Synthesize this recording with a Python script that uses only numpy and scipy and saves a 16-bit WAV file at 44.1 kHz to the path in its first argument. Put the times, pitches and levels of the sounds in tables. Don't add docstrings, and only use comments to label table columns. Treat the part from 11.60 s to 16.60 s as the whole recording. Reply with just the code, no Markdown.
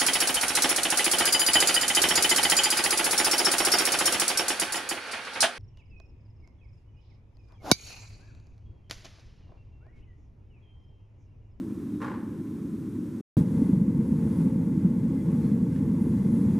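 import sys
import numpy as np
from scipy import signal
from scipy.fft import rfft, irfft, next_fast_len
from scipy.io import wavfile

SR = 44100
rng = np.random.default_rng(int(sys.argv[2]) if len(sys.argv) > 2 else 0)


def boost_factor(decibels):
    exponent = np.asarray(decibels, float) / 20
    return 10 ** exponent


def unload_audio(sound):
    columns = np.transpose(np.atleast_2d(sound))
    steps = np.round(np.clip(columns, -1, 1) * 32767)
    wavfile.write(sys.argv[1], SR, steps.astype(np.int16))


N = 220347
PAD = next_fast_len(N)
TIME = np.arange(N) / SR
HZ = np.maximum(np.arange(PAD // 2 + 1) * SR / PAD, 1)
BREAK_S, RESUME_S, CUT_IN_S = 1.6125, 1.7686, 0.0009


def rms_one(x):
    return x / np.sqrt(np.mean(x ** 2) + 1e-20)


def in_time(rows):
    return np.interp(TIME, *np.transpose(rows))


def at_hz(points):
    hz, db = np.transpose(points)
    return np.interp(np.log(HZ), np.log(hz), db)


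def drift(rate):
    return rms_one(irfft(rfft(rng.standard_normal(PAD)) / (1 + (HZ / rate) ** 2), PAD)[:N])


def bell(peak_s, rise_s, fall_s):
    return np.exp(-0.5 * ((TIME - peak_s) / np.where(TIME < peak_s, rise_s, fall_s)) ** 2)


def shaped(drive, spectrum, modes, side):
    lift = 1 + sum((boost_factor(db) - 1) / (1 + (2 * (HZ - hz) / width) ** 2) for hz, width, db in modes)
    outside = (HZ < spectrum[0][0]) | (HZ > spectrum[-1][0])
    gain = boost_factor(at_hz(spectrum) - 40 * outside) * lift
    mid = irfft(rfft(rms_one(drive), PAD) * gain, PAD)[:N]
    diffuse = irfft(rfft(rng.standard_normal(PAD)) * gain * boost_factor(at_hz(side)), PAD)[:N]
    diffuse = diffuse * boost_factor(1.2 * drift(18))
    return np.array([mid + diffuse, mid - diffuse]) / np.std(mid)


def puffs(per_s, spread_db, smooth):
    sizes = boost_factor(spread_db * np.minimum(rng.exponential(1, N), 4)) * rng.choice([-1, 1], N)
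    return rms_one(sizes * (rng.random(N) < per_s / SR)) + smooth * rng.standard_normal(N)


# frequency in Hz, level in dB per Hz.
FAR_ROAR_SPECTRUM = [(18, -56.5), (30, -33), (59, -18), (87, -10), (183, -2), (204, -0.5), (259, -1.5),
                     (312, -3.5), (333, -2.5), (400, -18.5), (520, -28), (880, -120)]
NEAR_ROAR_SPECTRUM = [(18, -54), (30, -55), (62, -16), (92, -10.5), (163, -2.5), (183, -1), (262, -2.5),
                      (295, -12.5), (329, -10), (400, -35.5), (520, -59), (880, -120)]


def roar(flutter, spectrum, modes, side):
    flame = puffs(250, spread_db=0.0, smooth=1.62) * boost_factor(0.12 * flutter)
    return shaped(flame, spectrum, modes, side)


# frequency in Hz, level in dB per Hz.
FAR_RUSH_SPECTRUM = [(240, -27), (400, -6.5), (421, -4.5), (450, -22), (556, -17.5), (675, -33),
                     (772, -26.5), (978, -25.5), (1020, -18), (1180, -29), (1280, -27), (3000, -39.5),
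                     (3900, -64.5), (6600, -120)]
NEAR_RUSH_SPECTRUM = [(240, -28.5), (400, -7.5), (432, -2.5), (454, -4.5), (533, -9), (710, -26),
                      (876, -15), (1110, -24), (1270, -27.5), (1430, -27), (2090, -31), (3000, -39),
                      (3900, -74), (6600, -120)]


def rush(flutter, spectrum, modes, side):
    eddies = rng.standard_normal(N) * boost_factor(0.17 * flutter + 0.84 * drift(40))
    return shaped(eddies, spectrum, modes, side)


# frequency in Hz, level in dB per Hz.
FAR_HISS_SPECTRUM = [(1760, -39), (3000, -15), (3270, 5.5), (4290, -2), (6000, 0), (9170, -2), (9810, -3),
                     (10600, -3), (15000, -6.5)]
NEAR_HISS_SPECTRUM = [(1760, -34), (3000, -19), (3270, -1), (5280, -2.5), (6780, -0.5), (9300, -2.5),
                      (10000, 0.5), (15000, -7.5)]


def hiss(spectrum, modes, side):
    return shaped(rng.standard_normal(N), spectrum, modes, side)


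# frequency in Hz, width in Hz, lift in dB.
FAR_MODES = [(99.2, 9, 7), (180, 8.3, 3), (220.3, 29, 3), (248, 6.6, 3.5), (299.6, 5.4, 10), (1040, 35, -7),
             (8260, 146, 6), (10000, 250, 7.5), (11900, 300, 6.5), (3390, 140, -6.5)]
NEAR_MODES = [(171.4, 11, 2.7), (379, 37, 4.4), (464, 29, 5), (517, 9.1, 3.7), (2056, 27, 7.8),
              (3320, 290, 3.9), (4670, 38, 3), (10100, 66, 4.3), (930, 11, 1.1), (1091, 27, 7),
              (8350, 230, 3.5), (6930, 110, 1.3)]
# frequency in Hz, side minus mid in dB.
FAR_SIDE = [(60, -22), (110, -27.5), (200, -23), (380, -21.5), (700, -11.5), (1280, -15.5), (2370, -20.5),
            (4370, -18), (6500, -13.5), (8070, -7.5), (14900, -2)]
NEAR_SIDE = [(60, -22.5), (110, -31.5), (200, -31), (380, -14), (700, -21), (1280, -12), (2370, -26.5),
             (4370, -13.5), (6500, -14.5), (8070, -6.5), (14900, -1)]
# time in seconds,
# level in dB.
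FAR_GAIN = [(0.02, -83), (0.4, -83.5), (0.58, -85.5), (0.9, -83.5), (1.6, -82.5)]
NEAR_GAIN = [(1.77, -63.5), (1.84, -76), (2.02, -73.5), (2.15, -76.5), (2.26, -79), (2.82, -73.5),
             (2.93, -77.5), (3.38, -78), (3.87, -74.5), (4.0, -77.5), (4.35, -76.5), (4.56, -75),
             (4.99, -73.5)]
# roar, rush and hiss, each in dB.
FAR_OVER_DB = (42.5, 28.5, 16.5)
NEAR_OVER_DB = (47.5, 30, 12)


def forge(gain, over_db, roar_spectrum, rush_spectrum, hiss_spectrum, modes, side):
    mean_db = -68
    swing_db = in_time(gain) - mean_db
    roar_gain = boost_factor(mean_db + over_db[0] + 0.51 * swing_db)
    rush_gain = boost_factor(mean_db + over_db[1] + 0.81 * swing_db)
    hiss_gain = boost_factor(mean_db + over_db[2] + swing_db)
    flutter = drift(35)
    low = roar_gain * roar(flutter, roar_spectrum, modes, side)
    middle = rush_gain * rush(flutter, rush_spectrum, modes, side)
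    high = hiss_gain * hiss(hiss_spectrum, modes, side)
    return low + middle + high + sizzle(side)


# start in seconds, peak level in dB, ring frequency in Hz.
IGNITIONS = [(.328, -24.5, 252), (1.769, -3.5, 166), (1.78, -8, 225), (1.805, -5, 169), (1.968, -11.5, 164),
             (1.99, -14, 242), (2.015, -6.5, 257), (2.089, -7.5, 258), (2.128, -5.5, 188),
             (2.172, -9.5, 195), (2.211, -6, 184), (2.277, -10.5, 186), (2.345, -10, 160),
             (2.388, -10, 194), (2.517, -10.5, 214), (2.851, -7.5, 215), (2.956, -6.5, 190),
             (3.173, -14, 180), (3.245, -6.5, 182), (3.439, -16, 168), (3.5, -28, 238), (3.914, -9, 211),
             (4.023, -10.5, 180), (4.292, -12, 173), (4.414, -11, 203), (4.466, -12, 247),
             (4.658, -12.5, 181), (4.723, -13, 180), (4.862, -12.5, 136), (4.932, -7, 189)]


def booms():
    out = np.zeros(N)
    age = TIME[:int(0.08 * SR)]
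    swell = (1 - np.exp(-age / 0.0028)) ** 3 * np.exp(-age / 0.0065)
    for start_s, db, hz in IGNITIONS:
        ring = boost_factor(db + 5.5) * swell * np.sin(2 * np.pi * hz * age)
        at = int((start_s + 0.00097) * SR)
        out[at:at + len(ring)] += ring[:N - at]
    return out


# start in seconds, frequency in Hz, level in dB, T60 in seconds.
STEEL_TICKS = [(.338, 3780, -69, .2), (.336, 2500, -68, .1), (3.57, 2050, -65, .6), (3.83, 4150, -67, .4),
               (3.865, 4350, -71, .25), (3.87, 1700, -65, .4), (4.122, 5400, -70, .3),
               (4.14, 5330, -72, .2), (4.125, 8700, -72, .12), (4.145, 8750, -65, .14),
               (4.12, 1600, -65, .4), (4.14, 2750, -66, .15), (4.14, 6100, -70, .1)]


def clink():
    grit = boost_factor(2.5 * drift(120))
    ticks = np.zeros(N)
    for start_s, hz, db, t60_s in STEEL_TICKS:
        age = np.maximum(TIME - start_s, 0)
        envelope = boost_factor(db - 60 * age / t60_s) * np.tanh(age / 0.0026)
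        ticks += envelope * np.sin(2 * np.pi * hz * age)
    return grit * ticks


# start in seconds, level in dB.
SCRAPES = [(.403, -45), (.415, -35), (.426, -35), (0.444, -36), (.462, -39), (.478, -41.5), (.495, -42.5),
           (.515, -42.5), (.54, -43.5), (.575, -56), (.62, -57)]
# frequency in Hz, level in dB per Hz.
TONGS_SPECTRUM = [(380, -6.5), (460, -3.5), (560, -6), (680, -21), (800, -9), (1070, -3.5), (1360, -9),
                  (1600, -8.5), (2680, -24.5), (4530, -33), (10900, -42.5), (14000, -50)]
# frequency in Hz, width in Hz, lift in dB.
TONGS_MODES = [(843, 50, 6), (1037, 21, 7), (1143, 21, -2), (1300, 42, -4), (1580, 60, 0.5),
               (1600, 50, 1.5)]


def tongs():
    rattle_t60_s, shop_t60_s = 0.11, 0.73
    direct_power, tail_power = np.zeros(N), np.zeros(N)
    for start_s, db in SCRAPES:
        age = np.maximum(TIME - start_s, 0)
        direct_power += boost_factor(2 * (db - 60 * age / rattle_t60_s)) * (1 - np.exp(-age / 0.002))
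        tail_power += boost_factor(2 * (db - 9.5 - 60 * age / shop_t60_s)) * (1 - np.exp(-age / 0.013))
    wide = [(hz, db + 2.5) for hz, db in FAR_SIDE]
    duller = [(hz, db - 1.1 * np.log2(hz / 700)) for hz, db in TONGS_SPECTRUM]
    rattle = shaped(puffs(1200, spread_db=0.5, smooth=0.46), TONGS_SPECTRUM, TONGS_MODES, wide)
    echo = shaped(rng.standard_normal(N), duller, TONGS_MODES, wide)
    return np.sqrt(direct_power) * rattle + np.sqrt(tail_power) * echo


# frequency in Hz, level in dB per Hz.
SIZZLE_SPECTRUM = [(8300, -31), (9300, -22), (9800, -9), (10400, -11), (11200, -14), (12000, -31)]
# peak time in seconds, level in dB, rise in seconds, fall in seconds.
SIZZLE_SWELLS = [
    (2.02, -69.5, .08, .12),
    (2.5, -73, 0.089, 0.088),
    (2.65, -72, 0.053, 0.064),
    (2.81, -67, .06, 0.074),
    (3.87, -72, .15, 0.034),
    (4.17, -73, 0.044, 0.035),
    (4.44, -66, 0.048, .07),
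    (4.76, -64, .07, 0.058),
]


def sizzle(side):
    swells = sum(db_gain * bell(peak_s, rise_s, fall_s) for peak_s, db_gain, rise_s, fall_s in
                 [(peak_s, boost_factor(db), rise_s, fall_s) for peak_s, db, rise_s, fall_s in SIZZLE_SWELLS])
    narrow = [(hz, db - 10.0) for hz, db in side]
    return swells * shaped(rng.standard_normal(N) * boost_factor(1.7 * drift(30)), SIZZLE_SPECTRUM, [], narrow)


# peak time in seconds, level in dB, half length in seconds.
RUB_STROKES = [
    (3.2, -68, 0.046),
    (3.87, -63, 0.042),
    (4.153, -61.5, .03),
]
# frequency in Hz, level in dB per Hz.
RUB_SPECTRUM = [(1200, 1), (1700, 4), (2800, -6.5), (4200, -12), (6500, -17), (9000, -24)]


def rubs():
    stroke = sum(boost_factor(db) * bell(peak_s, half_s, half_s) for peak_s, db, half_s in RUB_STROKES)
    return stroke * shaped(puffs(2500, spread_db=6.5, smooth=0.6), RUB_SPECTRUM, [], NEAR_SIDE)


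def scene():
    far = forge(FAR_GAIN, FAR_OVER_DB, FAR_ROAR_SPECTRUM, FAR_RUSH_SPECTRUM, FAR_HISS_SPECTRUM,
                FAR_MODES, FAR_SIDE) + tongs()
    near = forge(NEAR_GAIN, NEAR_OVER_DB, NEAR_ROAR_SPECTRUM, NEAR_RUSH_SPECTRUM, NEAR_HISS_SPECTRUM,
                 NEAR_MODES, NEAR_SIDE)
    fade_out = np.clip((BREAK_S - TIME) / 0.0056, 0, 1)
    fade_in = np.clip((TIME - RESUME_S) / CUT_IN_S, 0, 1)
    return far * fade_out + near * fade_in + booms() + clink() + rubs()


def low_pass(x):
    return signal.sosfilt(signal.butter(12, 15490, fs=SR, output="sos"), x)


def record(dry):
    ceiling = 0.32
    age = np.maximum(TIME - RESUME_S, 0)
    start_gain = boost_factor(0.25 * np.exp(-age / 0.015) * (TIME > RESUME_S))
    drive = dry * start_gain / ceiling
    clipped = ceiling * drive / (1 + drive ** 8) ** (1 / 8)
    return low_pass(clipped)


dry = scene()
out = record(dry)
unload_audio(out)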